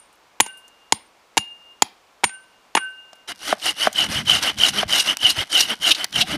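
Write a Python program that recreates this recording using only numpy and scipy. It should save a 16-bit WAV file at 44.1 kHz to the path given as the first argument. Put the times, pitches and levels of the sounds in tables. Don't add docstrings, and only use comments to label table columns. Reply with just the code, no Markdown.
import sys
import numpy as np
from scipy import signal
from scipy.fft import rfft, irfft, next_fast_len
from scipy.io import wavfile
from scipy.ndimage import uniform_filter1d, map_coordinates

SR = 44100
rng = np.random.default_rng(int(sys.argv[2]) if len(sys.argv) > 2 else 0)


def to_wav(sig):
    pcm = np.clip(np.atleast_2d(sig), -1, 1) * 32767
    pcm = np.round(pcm).astype(np.int16)
    wavfile.write(sys.argv[1], SR, pcm.T)


N = 280917
TIME = np.arange(N) / SR
AGE = TIME[:SR]
TOP_HZ = 15400

# start_s, level_db
SOIL_BLOWS = [(0.415, -34.5), (0.932, -30.5), (1.385, -28.5), (1.831, -38), (2.251, -31.5)]
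# start_s, length_s, rasp_db, lean_db, ring_db, ring_place (0-1), wood_db
PULL_STROKES = [(3.274, 0.062, -32.5, -17, -26.5, 0.2, -32), (3.607, .122, -23.5, 10.5, -16.5, 0.68, -27),
                (3.934, 0.15, -26.5, 0, -12.5, 0.53, -27), (4.246, 0.17, -23, -1.5, -11.5, 0.37, -25.5),
                (4.564, 0.16, -22.5, 1, -12, 0.45, -24.5), (4.873, .182, -22, -4, -12.5, 0.44, -24.5),
                (5.184, .164, -25.5, 1.5, -11, 0.45, -27), (5.489, 0.19, -21, -2.5, -11.5, 0.42, -25),
                (5.798, 0.15, -22, 2.5, -11.5, 0.45, -24.5), (6.116, 0.13, -26.5, 9.5, -16.5, 0.34, -26)]
PUSH_STROKES = [(3.385, .16, -33, 23, -23, 0.88, -33.5), (3.748, .14, -29, 17.5, -19, 0.66, -28.5),
                (4.074, .158, -30, -3, -22, 0.63, -27), (4.405, 0.12, -27.5, -6, -17, 0.67, -23),
                (4.714, 0.13, -28.5, 3.5, -19.5, 0.62, -25.5), (5.022, .125, -28.5, 5, -14.5, 0.63, -26.5),
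                (5.327, .117, -32.5, 14, -20, 0.66, -29), (5.662, 0.087, -32, 2, -19.5, 0.58, -27.5),
                (5.94, 0.12, -35.5, 6, -23.5, 0.7, -31.5), (6.251, 0.12, -32.5, 6, -24, .71, -28.5)]
# middle_s, half_length_s, squeal_db, slip_rate_hz, rasp_rise_db
PINCHES = [(4.692, 0.0045, -37, 560, 8), (5.003, .008, -19, 556, 11.5), (5.305, 0.015, -26, 485.8, 14.5),
           (5.609, 0.01, -20.5, 588, 11.5), (5.918, 0.0081, -9.5, 563, 11.5),
           (6.217, 0.012, -13.5, 560.5, 12)]
# frequency_hz, level_db
SKID_SPECTRUM = [(2300, -33), (3300, -3), (4400, 1.5), (5000, 1), (5900, 1), (7200, -10), (8800, -4.5),
                 (11000, -7.5), (12500, -13.5), (14800, -33.5), (15800, -41.5)]
# frequency_hz, level_db
WOOD_SPECTRUM = [(50, -9), (130, -16.5), (310, 6), (420, -2.5), (600, 1.5), (760, 5.5), (1100, 1.5),
                 (1550, 8), (1800, 4.5), (2100, 8.5), (2450, 2), (3200, 5.5), (6000, -37)]


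def undb(db):
    return 10 ** (np.asarray(db) / 20)


def unit(x):
    return x / np.sqrt(np.mean(x ** 2))


def fade(t60):
    return np.exp(-np.log(1000) * AGE / max(t60, 1e-3))


def swell(middle_s, half_s):
    return np.exp(-((TIME - middle_s) / half_s) ** 2)


def linger(gain, release_s):
    keep = np.exp(-1 / (SR * max(release_s, 1e-3)))
    return signal.lfilter([1 - keep], [1, -keep], gain)


def add(out, start_s, sound):
    i = max(int(start_s * SR), 0)
    out[i:i + len(sound)] += sound[:max(N - i, 0)]


def shape(x, response):
    size = next_fast_len(len(x) + 4096)
    hz = np.maximum(np.arange(size // 2 + 1) * SR / size, 1)
    return irfft(rfft(x, size) * response(hz), size)[:len(x)]


def colour(x, spectrum):
    hz, db = np.transpose(spectrum)
    return unit(shape(x, lambda f: undb(np.interp(np.log(f), np.log(np.sort(hz)), db))))


def resonate(x, hz, width_hz):
    return unit(shape(x, lambda f: (1 + 1j * (f / hz - hz / f) * hz / width_hz) ** -2))


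def walk(rate_hz):
    hold = max(int(SR / rate_hz), 2)
    steps = rng.standard_normal(4096)
    return unit(uniform_filter1d(steps[np.arange(N) // hold % len(steps)], hold))


def knock(modes):
    ring = sum((-1) ** k * undb(db) * fade(t60) * np.cos(2 * np.pi * hz * AGE)
               for k, (hz, t60, db) in enumerate(modes))
    ring = shape(ring, lambda f: (1 + 1j * f / modes[-1][0] / 2) ** -2)
    return ring / np.abs(ring).max()


def clicks(rate_hz, spread_db):
    hits = rng.random(N) < rate_hz / SR
    return unit(hits * rng.standard_normal(N) * undb(spread_db * rng.standard_normal(N)))


def swing(start_s, length_s):
    progress = np.clip((TIME - start_s) / length_s, 0, 1)
    return progress, np.sin(np.pi * progress) * (progress < 1)


def air(hush_db=-56.5, flutter_db=4.0, draught_db=-49):
    # frequency_hz, level_db
    treetops = [(15, -45), (25, -16), (56, -13), (120, -18), (200, -11.5), (276, -11), (437, -8),
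                (710, -5.5), (1010, -4.5), (1980, -13), (2150, -11), (6310, -20.5), (15800, -34)]
    buffeting = [(20, -13), (60, 8.5), (100, 7.5), (200, 13), (350, -1), (700, -31), (2000, -70)]
    # middle_s, half_length_s, level_db
    gusts = [(4.25, 0.21, -34), (4.75, 0.21, -44), (5.83, 0.035, -45), (6.204, 0.055, -33),
             (6.353, 0.059, -33)]
    hush = colour(rng.standard_normal(N), treetops) * undb(hush_db)
    eddies = unit(colour(rng.standard_normal(N), buffeting) * undb(flutter_db * walk(35)))
    breeze = sum(undb(db) * swell(middle_s, half_s) for middle_s, half_s, db in gusts)
    arm_speed = sum(swing(start_s, length_s)[1] for start_s, length_s, *_ in PULL_STROKES + PUSH_STROKES)
    draught = undb(draught_db) * linger(arm_speed, release_s=0.05)
    return hush + eddies * np.hypot(breeze, draught)


def steel_head(facing_s=0.096, facing_spread=.55, edge_on_db=-18, waver_db=2.3, contact_db=8):
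    # pitch_hz, t60_s
    modes = [(1534, 1.5), (2820, 1.24), (6840, 0.19), (9010, 0.33), (10300, .14), (10680, 0.16)]
    # start_s, then level_db of each mode
    onsets = [(0.0, -74, -64, -71, -52, -82.5, -83.5), (0.406, -38, -40, -37, -28.5, -43.5, -25),
              (0.923, -70, -70.5, -50.5, -37.5, -42, -47.5), (1.374, -76, -34.5, -37, -41.5, -44, -38),
              (1.824, -70, -70, -47, -58, -44.5, -52), (2.24, -35, -47, -37, -26, -37, -39),
              (2.751, -23.5, -33, -55, -30, -57, -28)]
    out = np.zeros(N)
    facing = undb(edge_on_db) + np.exp(-(np.log(AGE / facing_s + 1e-9) / facing_spread) ** 2)
    contact = undb(contact_db) * fade(t60=0.069)
    for k, (hz, t60) in enumerate(modes):
        ring = np.zeros(N)
        for start_s, *levels_db in onsets:
            ring[int(start_s * SR):] = 0
            envelope = fade(t60) * (facing if k == 0 else 1 + (start_s > 0) * contact)
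            doppler_time = np.cumsum(1 + .001 * walk(25)[:SR] + .0015 * walk(200)[:SR]) / SR
            add(ring, start_s, undb(levels_db[k]) * envelope * np.sin(2 * np.pi * hz * doppler_time))
        waver = walk(hz / 120) + walk(hz / 60)
        out += ring * undb(waver_db * waver * (k > 0))
    return out


def ticks():
    # start_s, level_db, t60_s, centre_hz, width_hz
    snaps = [(0.128, -56, .05, 8900, 5000), (0.155, -58, .03, 11000, 3970),
             (0.572, -49.5, 0.13, 9700, 5000), (0.680, -45.5, 0.033, 7500, 5140),
             (3.1312, -37.5, 0.018, 4230, 4020), (3.1557, -55, 0.038, 9800, 5940),
             (3.598, -38, 0.096, 3470, 4000), (3.9285, -27, 0.032, 5300, 6850),
             (4.4268, -18, 0.075, 4250, 4800), (4.585, -23.5, 0.05, 3510, 4000),
             (5.17, -12.5, 0.008, 3150, 6160), (5.948, -19, 0.061, 3680, 2500),
             (6.0439, -10.5, 0.016, 2950, 6200), (6.041, -14.5, 0.029, 1980, 200),
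             (6.127, -24, 0.019, 3180, 3000)]
    out = np.zeros(N)
    for start_s, db, t60, hz, width_hz in snaps:
        add(out, start_s, undb(db) * fade(t60) * resonate(rng.standard_normal(SR), hz, width_hz))
    return out


def stake(body_db=5, main_hz=900):
    # start_s, knock_db, pitch_hz, crack_db, crack_t60_s, crack_low_hz, crack_high_hz
    contacts = [(0.402, -6.5, 922, 0.5, 0.0049, 1000, 12000), (0.4055, -20, 850, -0.5, 0.017, 2000, 12000),
                (0.4629, -29, 900, -30, 0.043, 200, 11100), (0.9231, -7.5, 902, 1.5, 0.014, 3240, 6000),
                (1.3700, -9.5, 864, -13, 0.014, 1500, 10870), (1.3766, -12.5, 900, -3.5, 0.024, 1210, 7540),
                (1.8211, -5.5, 845, -4, 0.02, 2200, 4870), (1.823, -30, 880, -3, 0.015, 2580, 7440),
                (2.2356, -12, 839, -16, 0.014, 598, 3000), (2.241, -13, 935, -6, 0.028, 1300, 6750),
                (2.2935, -42.5, 900, -31.5, 0.025, 1200, 3480), (2.7514, -7, 905, -7.5, 0.02, 595, 4850),
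                (2.7672, -19.5, 900, -15, 0.033, 900, 2480), (2.7727, -13, 900, -10.5, 0.041, 900, 2350)]
    # pitch_hz, t60_s, level_db
    modes = [(194, 0.053, -21.5), (290, 0.034, -11.5), (437, 0.017, -6), (772, 0.009, 3.5),
             (900, 0.018, 5.5), (1084, 0.024, -6), (1590, .016, -22), (2170, 0.027, -9.5),
             (2860, 0.027, -10)]
    # frequency_hz, level_db
    crack_spectrum = [(200, -29.5), (1200, 3.5), (2400, 5.5), (3300, 0.5), (5400, -3.5), (6200, -2.5),
                      (6850, 9.5), (7600, -1.5), (9500, -4), (10600, 0), (12000, -13.5), (16000, -11)]
    out = np.zeros(N)
    for start_s, knock_db, pitch_hz, crack_db, crack_t60, low_hz, high_hz in contacts:
        body = knock([(hz * pitch_hz / main_hz, t60, db) for hz, t60, db in modes])
        crack = colour(rng.standard_normal(SR), crack_spectrum)
        crack = unit(shape(crack, lambda f: 1 / np.sqrt(1 + (f / high_hz) ** 4 + (low_hz / f) ** 4)))
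        add(out, start_s, undb(body_db + knock_db) * body + undb(crack_db) * fade(crack_t60) * crack)
    return out


def trees(x, wet_db, build_s=0.023, t60=0.31, early_db=-17, early_t60=0.14):
    # frequency_hz, level_db
    echo_spectrum = [(80, -6), (400, -5.5), (900, -6), (2800, -1), (5500, -5.5), (8000, -31.5), (15000, 2)]
    cloud = colour(rng.standard_normal(SR), echo_spectrum) * (fade(t60) + undb(early_db) * fade(early_t60))
    cloud *= np.minimum(AGE / build_s, 1) ** 2
    return undb(wet_db) * signal.fftconvolve(x, cloud / np.sqrt(np.sum(cloud ** 2)))[:N]


def soil_thuds(attack_s=.004):
    # pitch_hz, t60_s, level_db
    modes = [(81.2, 0.04, 0.5), (150, 0.018, 10), (213, 0.098, -3)]
    out, body = np.zeros(N), knock(modes)
    for start_s, db in SOIL_BLOWS:
        add(out, start_s, undb(db) * body * np.minimum(AGE / attack_s, 1))
    return out


def crumbs(sawdust_db=-52, sawing_from_s=3.35, sawing_to_s=6.37, bark_db=-41, bark_t60=0.12):
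    amount = undb(sawdust_db) * ((TIME > sawing_from_s) & (TIME < sawing_to_s))
    for start_s, _ in SOIL_BLOWS:
        add(amount, start_s, undb(bark_db) * fade(bark_t60))
    return amount * colour(clicks(rate_hz=900, spread_db=4), SKID_SPECTRUM)


def handle_bumps(body_db=3, scuff_db=-17, scuff_t60=0.037):
    # start_s, level_db
    bumps = [(3.13, -38), (3.5265, -6.5), (3.8709, -5), (4.83, -12.5), (6.043, -32)]
    # pitch_hz, t60_s, level_db
    modes = [(216, 0.065, -16), (429, 0.033, -9.5), (621, 0.028, 4), (746, 0.018, 6.5), (1166, 0.014, 3),
             (1650, 0.0077, 6.5)]
    out, body = np.zeros(N), knock(modes)
    for start_s, db in bumps:
        scuff = colour(rng.standard_normal(SR), WOOD_SPECTRUM) * fade(scuff_t60)
        add(out, start_s, undb(db) * (undb(body_db) * body + undb(scuff_db) * scuff))
    return out


def pings(rate_hz, t60, spread_db, samples=400):
    out, age = np.zeros(N), AGE[:samples]
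    start, pitch, size, phase = rng.random((int(rate_hz * N / SR), 4)).T[:, :, None]
    envelopes = undb(-spread_db * np.log(1 - .95 * size)) * fade(t60)[:samples]
    grains = envelopes * np.sin(2 * np.pi * (pitch * TOP_HZ * age + phase))
    np.add.at(out, (start * (N - samples)).astype(int) + np.arange(samples), grains)
    return unit(out)


def drive(strokes, rasp_power, wood_power, wood_lean_db, ring_width, off_ring_db):
    rasp, blade, wood, place = np.zeros((4, N))
    pinch_db = sum(rise_db * swell(middle_s, half_s=0.011) for middle_s, *_, rise_db in PINCHES)
    skid_db = -7.5 * sum(swell(middle_s + 0.021, half_s=0.019) for middle_s, *_ in PINCHES)
    for start_s, length_s, rasp_db, lean_db, ring_db, ring_place, wood_db in strokes:
        progress, speed = swing(start_s, length_s)
        on = speed > 0
        place[on], speed, along = progress[on], speed[on], progress[on] - .5
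        off_ring = 1 - np.exp(-((place[on] - ring_place) / ring_width) ** 2)
        rasp[on] = speed ** rasp_power * undb(rasp_db + lean_db * along + pinch_db[on])
        blade[on] = speed ** rasp_power * undb(ring_db + off_ring_db * off_ring + 0.27 * pinch_db[on])
        wood[on] = speed ** wood_power * undb(wood_db + (lean_db + wood_lean_db) * along + skid_db[on])
    shake = undb(-17.5) * linger(wood, release_s=0.087)
    return rasp, blade, np.hypot(wood, shake), place


def saw(motion, rasp_spectrum, rasp_db, blade_db, wood_db, chatter_db, chatter_hz, glide, tooth_hz):
    # centre_hz, width_hz, level_db
    resonances = [(2825, 185, 1.5), (3000, 188, 9.5), (3140, 93, -32)]
    rasp_gain, blade_gain, wood_gain, progress = motion
    travel, speed = -np.cos(np.pi * progress), np.sin(np.pi * progress)
    chatter = undb(chatter_db * walk(chatter_hz))
    teeth = clicks(rate_hz=4000, spread_db=-0.5) * chatter
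    grit = teeth + pings(rate_hz=2400, t60=.025, spread_db=2.5) * chatter
    blade = unit(sum(undb(db) * resonate(np.roll(teeth, 40 * k), hz, width_hz)
                     for k, (hz, width_hz, db) in enumerate(resonances)))
    pitch_ratio = 1 + glide * travel + .012 * walk(40)
    blade = map_coordinates(blade, [np.cumsum(pitch_ratio)], order=3, mode="mirror")
    teeth_passed = np.floor(np.cumsum(tooth_hz * speed * (1 + .06 * walk(600))) / SR)
    buzz = unit(np.diff(teeth_passed, prepend=0) * chatter)
    buzz -= uniform_filter1d(buzz, size=200)
    wood = colour(grit + teeth, WOOD_SPECTRUM) + .3 * colour(buzz, WOOD_SPECTRUM)
    return (undb(rasp_db) * rasp_gain * colour(grit, rasp_spectrum)
            + undb(blade_db) * blade_gain * blade
            + undb(wood_db) * wood_gain * wood)


def branch_groans(jitter=.035, octave_db=-6):
    # middle_s, half_length_s, level_db, rate_hz
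    judders = [(3.496, 0.012, -30.5, 290), (4.023, 0.015, -38, 320), (4.786, 0.027, -29, 208),
               (5.089, 0.027, -40.5, 210), (5.722, 0.016, -31.5, 222), (5.9, 0.009, -31.5, 330),
               (6.347, .012, -24.5, 305)]
    out, wobble = np.zeros(N), 1 + jitter * walk(150)
    for middle_s, half_s, db, hz in judders:
        phase = 2 * np.pi * hz * np.cumsum(wobble) / SR
        out += undb(db) * swell(middle_s, half_s) * (np.sin(phase) + undb(octave_db) * np.sin(2 * phase))
    return out


def air_puffs(half_s=0.0063, lead_s=.05):
    # middle_s, level_db, centre_hz
    eddies = [(4.099, -30, 109), (4.274, -29, 120.7), (4.591, -28, 97), (4.711, -33, 169),
              (4.866, -29.5, 105), (5.246, -30, 104), (5.385, -26, 109.7), (5.405, -28, 90),
              (5.72, -43, 150)]
    out, centred = np.zeros(N), AGE - lead_s
    envelope = np.exp(-(centred / half_s) ** 2)
    for middle_s, db, hz in eddies:
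        add(out, middle_s - lead_s, undb(db) * envelope * np.sin(2 * np.pi * hz * centred))
    return out


def blade_squeals(jitter=0.051, slowing=.05):
    # frequency_hz, level_db
    squeal_spectrum = [(500, -50), (2200, 4), (2800, 21.5), (3800, 15.5), (5000, 5), (6000, 0), (7500, -40),
                       (14000, -42)]
    out = np.zeros(N)
    for middle_s, half_s, db, hz, _ in PINCHES:
        offset = np.clip(AGE / half_s - 3, -3, 3)
        cycles = np.cumsum(hz * (1 - slowing * offset + jitter * walk(900)[:SR])) / SR
        slips = colour(np.diff(np.floor(cycles), prepend=0), squeal_spectrum)
        add(out, middle_s - 3 * half_s, undb(db) * np.exp(-offset ** 2) * slips)
    return out


def blade_twang():
    # middle_s, half_length_s, level_db, final_pitch_hz, settle_s
    recoils = [(6.232, .016, -29.5, 789.5, 0.01387)]
    out = np.zeros(N)
    for middle_s, half_s, db, hz, settle_s in recoils:
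        age = np.maximum(TIME - middle_s + 2 * half_s, 0)
        pitch_hz = hz * (1 - np.exp(-age / settle_s))
        out += undb(db) * swell(middle_s, half_s) * np.sin(2 * np.pi * np.cumsum(pitch_hz) / SR)
    return out


def scene():
    # frequency_hz, level_db
    tear_spectrum = [(2300, -21.5), (3300, -11), (3800, 5), (4400, 0), (4950, 1.5), (5900, 1), (6500, -5),
                     (6900, -3), (7300, -10.5), (8800, -3.5), (10500, -8.5), (12500, -12.5), (14800, -30),
                     (15800, -39)]
    hatchet = stake() + soil_thuds() + steel_head()
    pulling = drive(PULL_STROKES, rasp_power=1.28, wood_power=1.06, wood_lean_db=4.0,
                    ring_width=0.14, off_ring_db=-9.5)
    pushing = drive(PUSH_STROKES, rasp_power=1.0, wood_power=0.68, wood_lean_db=6,
                    ring_width=0.19, off_ring_db=-16.5)
    pulls = saw(pulling, tear_spectrum, rasp_db=-0.9, blade_db=0.06, wood_db=-1.74,
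                chatter_db=1.8, chatter_hz=200, glide=-0.0296, tooth_hz=731.0)
    pushes = saw(pushing, SKID_SPECTRUM, rasp_db=0.07, blade_db=1.1, wood_db=-1.9,
                 chatter_db=1.04, chatter_hz=190, glide=0.0387, tooth_hz=654)
    close = pulls + pushes + blade_squeals() + branch_groans() + blade_twang() + handle_bumps() + ticks()
    echoes = trees(hatchet, wet_db=-24) + trees(close, wet_db=-22.5)
    return (hatchet + close + echoes + crumbs() + air() + air_puffs())[None]


def record(dry):
    low_pass = signal.ellip(10, .2, 80, TOP_HZ, fs=SR, output="sos")
    return signal.sosfilt(low_pass, np.clip(dry, -1, 1))


dry = scene()
out = record(dry)
to_wav(out)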